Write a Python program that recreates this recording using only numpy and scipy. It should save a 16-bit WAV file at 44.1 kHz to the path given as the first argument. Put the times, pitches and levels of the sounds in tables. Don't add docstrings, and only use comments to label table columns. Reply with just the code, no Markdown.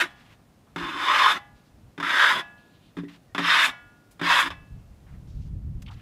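import sys
import numpy as np
from scipy import signal
from scipy.fft import rfft, irfft, next_fast_len
from scipy.io import wavfile
from scipy.ndimage import uniform_filter1d, map_coordinates

SR = 44100
rng = np.random.default_rng(int(sys.argv[2]) if len(sys.argv) > 2 else 0)


def log_audio(samples):
    frames = np.atleast_2d(samples).T
    limited = np.clip(frames, -1, 1)
    pcm = np.round(limited * 32767).astype(np.int16)
    wavfile.write(sys.argv[1], SR, pcm)


N = 265041
TIME_S = np.arange(N) / SR
LOCAL_S = np.arange(SR * 3 // 4) / SR


def amp(db):
    return 10 ** (np.asarray(db) / 20)


def unit(x):
    return x / np.sqrt(np.mean(x ** 2) + 1e-20)


def along(points, hz):
    f, v = np.transpose(points)
    return np.interp(np.log(hz + 1), np.log(f), v)


def wobble(knots_per_s, size):
    knots = rng.standard_normal(int(size * knots_per_s / SR) + 4)
    coarse = np.arange(0, size + 64, 64)
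    curve = map_coordinates(knots, [coarse * knots_per_s / SR])
    return np.interp(np.arange(size), coarse, curve)


def gate(length_s, rise_s, fall_s):
    opening = np.clip(LOCAL_S / rise_s, 0, 1)
    return opening * np.exp(-np.maximum(LOCAL_S - length_s, 0) / fall_s)


def coloured(x, gain):
    m = 2 * next_fast_len(len(x) // 2 + 4096)
    magnitude = np.maximum(gain(np.fft.rfftfreq(m, 1 / SR)), 1e-6)
    cepstrum = irfft(np.log(magnitude))
    cepstrum[1:m // 2] *= 2
    cepstrum[m // 2 + 1:] = 0
    return irfft(rfft(x, m) * np.exp(rfft(cepstrum)))[:len(x)]


def grains(rate_hz, spread_db):
    size = len(LOCAL_S)
    hits = rng.random(size) < rate_hz / SR
    sizes = amp(spread_db * np.clip(rng.standard_normal(size), -2, 2))
    return unit(hits * sizes * rng.choice([-1, 1], size))


def ring(modes, scatter_db):
    hz, db, t60_s = np.transpose(modes)[:, :, None]
    gains = amp(db + scatter_db * rng.standard_normal(hz.shape))
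    gains = gains * rng.choice([-1, 1], hz.shape)
    waves = np.sin(2 * np.pi * hz * LOCAL_S) * np.exp(-np.log(1000) * LOCAL_S / t60_s)
    return np.sqrt(2) * (gains * waves).sum(0) / np.linalg.norm(gains)


def burst(t60_s, size):
    return rng.standard_normal(size) * np.exp(-np.log(1000) * np.arange(size) / SR / t60_s)


def add(track, start_s, sound):
    part = track[max(round(start_s * SR), 0):][:len(sound)]
    part += sound[:len(part)]


def outdoors():
    # (f/Hz, relative density/dB)
    air_spectrum = [(59, -31), (100, -7.5), (206, -8.5), (295, -11.5), (365, -18.5), (721, -20),
                    (872, -23.5), (1680, -29.5), (14400, -43.5), (16000, -44.5)]
    # (t/s, level/dB)
    air_level = [(0, -58.5), (5.2, -58), (5.65, -61), (6, -58)]
    # (f/Hz, relative density/dB)
    buffet_spectrum = [(12, -38.5), (20, -8), (53, 4), (97, 1.5), (141, -1.5), (228, -14.5), (252, -18),
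                       (600, -43), (780, -79.5), (1320, -120)]
    # (t/s, level/dB)
    wind = [(0, -63), (1.85, -63), (2.3, -67), (4.05, -65), (4.55, -49.5), (5.05, -50), (5.38, -33.5),
            (5.82, -35), (6.01, -44)]
    # (t/s, level/dB)
    gusts = [(.84, -56), (1.54, -54), (1.88, -54), (3.0, -55), (4.75, -46)]
    gust_s = .04
    m = next_fast_len(N)
    hz = np.fft.rfftfreq(m, 1 / SR)

    def noise(spectrum):
        shaped = rfft(rng.standard_normal(m)) * amp(along(spectrum, hz))
        return unit(irfft(shaped, m)[:N])

    air_db = np.interp(TIME_S, *np.transpose(air_level))
    wind_db = np.interp(TIME_S, *np.transpose(wind))
    puffs = sum(amp(db) * np.exp(-((TIME_S - s) / gust_s) ** 2) for s, db in gusts)
    buffet = (amp(wind_db) + puffs) * amp(2.7 * wobble(22, N))
    return noise(air_spectrum) * amp(air_db) + noise(buffet_spectrum) * buffet


def pressed_blade(hz, edge_hz, stiffness):
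    # (f/Hz, relative density/dB)
    base = [(80, -50.5), (350, -22), (560, -6), (800, -7.5), (980, 1), (1300, -1.5), (1800, -3), (2200, -7),
            (3500, -11), (4300, -21), (6500, -28.5), (9000, -36), (12000, -39), (15500, -48)]
    # (f at stiffness 1/Hz, width/Hz, boost/dB)
    flex = [(1680, 100, 2.5), (3554, 180, 7), (5140, 310, 5.5), (7700, 270, 2.5), (10000, 400, 6),
            (12400, 370, 2)]
    boost_db = sum(db * np.exp(-((hz - fc * stiffness) / width) ** 2) for fc, width, db in flex)
    shelf_db = -9 / (1 + (hz / edge_hz) ** 12)
    return amp(along(base, hz) + boost_db + shelf_db)


def shifting(x, depth_db):
    z = signal.stft(x, nperseg=512)[2]
    field = uniform_filter1d(rng.standard_normal(z.shape), size=3, axis=0)
    field = uniform_filter1d(field, size=9, axis=1)
    return signal.istft(z * amp(depth_db * unit(field)), nperseg=512)[1][:len(x)]


def radiated(x):
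    return signal.sosfilt(signal.butter(3, [130, 600], "bandpass", fs=SR, output="sos"), x)


def scrape(rasp_db, grit_db, drone_db, edge_hz, stiffness, t60_s, bright_db_per_oct):
    # (f/Hz, relative level/dB, t60/s)
    drone = [(175, -9, 0.047), (277, 0, 0.054), (346, -0.5, .08)]
    size = len(LOCAL_S)

    def blade(hz):
        return pressed_blade(hz, edge_hz, stiffness)

    def treble(hz):
        return 1 - 1 / (1 + (hz / 6200) ** 10)

    def rasp_gain(hz):
        tilt_db = bright_db_per_oct * np.log2(hz / 1500 + .1)
        return blade(hz) * amp(tilt_db) * np.sqrt(1 - treble(hz))

    slips = grains(rate_hz=13000, spread_db=3.5) * amp(.9 * wobble(110, size))
    steel = 0.027 * burst(t60_s, size=SR // 4)
    steel[0] += 1
    shaken = signal.fftconvolve(slips, steel)[:size]
    rasp = amp(rasp_db) * unit(shifting(coloured(shaken, rasp_gain), depth_db=1.94))
    grit = coloured(grains(rate_hz=9000, spread_db=3.5), lambda hz: blade(hz) * treble(hz))
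    hiss = amp(rasp_db + grit_db) * unit(shifting(grit, depth_db=1.5))
    wood = signal.fftconvolve(slips, ring(drone, scatter_db=1.5))[:size]
    return rasp + hiss + amp(drone_db) * unit(radiated(wood))


def strokes():
    # (blade settles t/s, speeds up t/s, full speed t/s, reaches edge t/s,
    # full-speed rasp level/dB, grit at the edge re rasp/dB, lowest flexing f/Hz,
    # stiffness factor on resonances, brightness/dB per octave)
    pushes = [(0.0, -.2, -.02, .017, -18, -20, 1077, 1.08, -.5),
              (.779, .945, 1.235, 1.321, -17.5, -23.5, 920, 1.004, 0),
              (2.026, 1.995, 2.235, 2.321, -17.5, -24, 930, .995, -.1),
              (3.402, 3.408, 3.525, 3.66, -17.5, -15.5, 1150, 1.01, 1.3),
              (4.228, 4.222, 4.325, 4.412, -16.7, -18.5, 870, .981, 1.1)]
    slow_db = -15
    sag_db_per_s, lift_db_per_s = 17, 470
    bare_grit_db, heap_s = -27.5, .075
    drone_slow_db, drone_fast_db = -41, -50
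    out = np.zeros(N)
    for s, push_s, full_s, edge_s, db, edge_grit_db, edge_hz, stiffness, bright in pushes:
        t = s + LOCAL_S
        speed = np.sin(np.pi / 2 * np.clip((t - push_s) / (full_s - push_s), 0, 1))
        heap = np.exp(np.minimum(t - edge_s, 0) / heap_s)
        lift_db = -lift_db_per_s * np.maximum(t - edge_s, 0)
        sag_db = -sag_db_per_s * np.maximum(t - full_s, 0)
        rasp_db = db + slow_db * (1 - speed) + sag_db + lift_db
        grit_db = bare_grit_db + (edge_grit_db - bare_grit_db) * heap
        drone_db = drone_slow_db + (drone_fast_db - drone_slow_db) * speed + lift_db
        sound = scrape(rasp_db, grit_db, drone_db, edge_hz, stiffness, t60_s=.09,
                       bright_db_per_oct=bright)
        add(out, s, sound * np.clip(LOCAL_S / .002, 0, 1))
    return out


def skids():
    # (t/s, length/s, initial rasp level/dB, initial slab drone level/dB,
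    # lowest flexing f/Hz, stiffness factor)
    corners = [(.015, .04, -43, -38, 500, 1.0), (1.324, .052, -31.5, -42, 445, 1.2),
               (2.323, .084, -26, -38, 450, .96), (3.668, .03, -30.5, -43, 600, 1.0),
               (4.425, .055, -29, -41, 750, .99)]
    fade_db_per_s = 55
    out = np.zeros(N)
    fade_db = -fade_db_per_s * LOCAL_S
    for s, length_s, db, drone_db, edge_hz, stiffness in corners:
        sound = scrape(db + fade_db, -21.5, drone_db + fade_db, edge_hz, stiffness, t60_s=.28,
                       bright_db_per_oct=1.7)
        add(out, s, sound * gate(length_s, rise_s=.002, fall_s=.0089))
    return out


def free_ring():
    # (t/s, ring level/dB, brightness/dB per octave)
    releases = [(.03, -44, -1), (1.365, -43.5, -2.5), (2.385, -38.5, -2), (3.681, -37.5, 2.5),
                (4.505, -46, 1)]
    # (first f/Hz, second f/Hz)
    favoured_pairs = [(1807, 3373), (820, 2001), (1685, 2631), (1429, 2242), (2631, 1067)]
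    # (f/Hz, relative level/dB, t60/s)
    modes = [(599, -14, 0.64), (688, -8, 0.59), (723, -16, 1.0), (820, -5, 0.5), (908, -14, 0.69),
             (995, -16, 1.1), (1067, -6, 0.39), (1196, -7, 0.73), (1429, -10, 1.0), (1498, -13, 0.51),
             (1685, 0, 0.7), (1741, -10, 0.57), (1807, -16, 0.68), (1965, -3, 0.42), (2001, -7, 0.41),
             (2242, -7, 0.37), (2301, -8, 0.43), (2631, -10, 0.65), (2996, -10, 0.54), (3270, -19, 0.46),
             (3373, -12, 0.48), (3690, -23, 0.3), (3830, -20, 0.3), (4221, -19, 0.35), (5163, -22, 0.3),
             (5669, -22, 0.3)]
    out = np.zeros(N)
    hz, level_db, t60_s = np.transpose(modes)
    for (s, db, bright_db_per_oct), favoured in zip(releases, favoured_pairs):
        mode_db = level_db + 9 * np.isin(hz, favoured) + bright_db_per_oct * np.log2(hz / 1500)
        song = ring(np.transpose([hz, mode_db, t60_s]), scatter_db=1)
        song = song * (1 - np.exp(-LOCAL_S / .006))
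        noise = rng.standard_normal(len(LOCAL_S))
        shimmer = unit(coloured(noise, lambda f: pressed_blade(f, edge_hz=450, stiffness=1)))
        add(out, s, amp(db) * (song + amp(-4) * shimmer * np.exp(-LOCAL_S / .05)))
    return out


def showers(rows, rate_hz, spread_db, fall_s):
    out = np.zeros(N)
    for s, length_s, db, centre_hz, octaves in rows:
        def band(hz):
            return 1 / np.sqrt(1 + (np.log2((hz + 1) / centre_hz) / octaves) ** 6)

        clumps = grains(rate_hz, spread_db) * amp(2.5 * wobble(45, len(LOCAL_S)))
        cloud = unit(coloured(clumps, band))
        add(out, s, amp(db) * cloud * gate(length_s, rise_s=0.0036, fall_s=fall_s))
    return out


def dust():
    # (t/s, length/s, level/dB, centre f/Hz, half-width/octaves)
    clouds = [(.06, .28, -59.5, 1600, 1.1), (.392, 0.0028, -62, 800, .7), (.664, 0.0034, -62, 800, .8),
              (1.55, 0.116, -71.5, 3300, .7), (2.575, .33, -68.5, 3170, 0.45),
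              (3.081, .015, -53.5, 1790, 0.93), (3.11, 0.053, -58.5, 1880, 1),
              (4.108, 0.0113, -60.5, 5420, 1.2), (5.064, .09, -62.5, 1145, 1), (5.27, .2, -70, 3880, .7)]
    return showers(clouds, rate_hz=11000, spread_db=3.5, fall_s=.02)


def knocks():
    # (t/s, steel clack level before 9 dB cut/dB, wood knock level before cut and filter/dB)
    strikes = [(0.7606, -22, -30.5), (1.9782, -30, -33.5), (2.0002, -21, -36), (2.0275, -23, -35.5),
               (2.9686, -33, -29.5), (2.9853, -34, -29), (3.0342, -46, -32), (3.3479, -20, -33.5),
               (3.3803, -14.5, -30), (3.391, -19, -28), (4.1947, -31, -46), (4.2141, -20, -25.5),
               (4.459, -21, -41), (4.5036, -25, -47)]
    # (f/Hz, relative level/dB, t60/s)
    slab = [(172.8, -2.5, .45), (240, -9, 0.16), (287, 0.5, .28), (339, -5, 0.1), (394.4, -4, .15)]
    out = np.zeros(N)
    for s, clack_db, knock_db in strikes:
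        noise = burst(t60_s=0.11, size=SR // 4)
        clack = coloured(noise, lambda hz: pressed_blade(hz, edge_hz=320, stiffness=1))
        add(out, s, amp(clack_db - 9) * clack / np.std(clack[:SR // 100]))
        add(out, s, amp(knock_db - 1.5) * radiated(ring(slab, scatter_db=2.0)))
    return out


def creaks():
    # (t/s, length/s, level/dB, centre f/Hz, half-width/octaves)
    squeaks = [(3.032, 0.032, -56, 1895, 0.062), (3.29, 0.024, -67, 1850, 0.032)]
    return showers(squeaks, rate_hz=5200, spread_db=9, fall_s=0.028)


def splashes():
    # (t/s, length/s, level/dB, centre f/Hz, half-width/octaves)
    slaps = [(5.819, 0.0064, -49, 1700, 1.9), (5.86, 0.0093, -48.5, 2940, 0.41),
             (5.876, 0.0135, -47.5, 2590, 0.45), (5.872, .055, -54.5, 1010, .45),
             (5.908, .036, -54.5, 2230, 0.98), (5.945, .08, -61.5, 1960, 0.79)]
    return showers(slaps, rate_hz=4900, spread_db=2.5, fall_s=0.0053)


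def scene():
    scraper = strokes() + skids() + free_ring() + knocks()
    return (outdoors() + scraper + dust() + creaks() + splashes())[None]


def record(dry):
    top_hz = 15600
    m = next_fast_len(N + SR // 4)
    passed = np.fft.rfftfreq(m, 1 / SR) < top_hz
    return irfft(rfft(dry, m) * passed, m)[:, :N]


dry = scene()
out = record(dry)
log_audio(out)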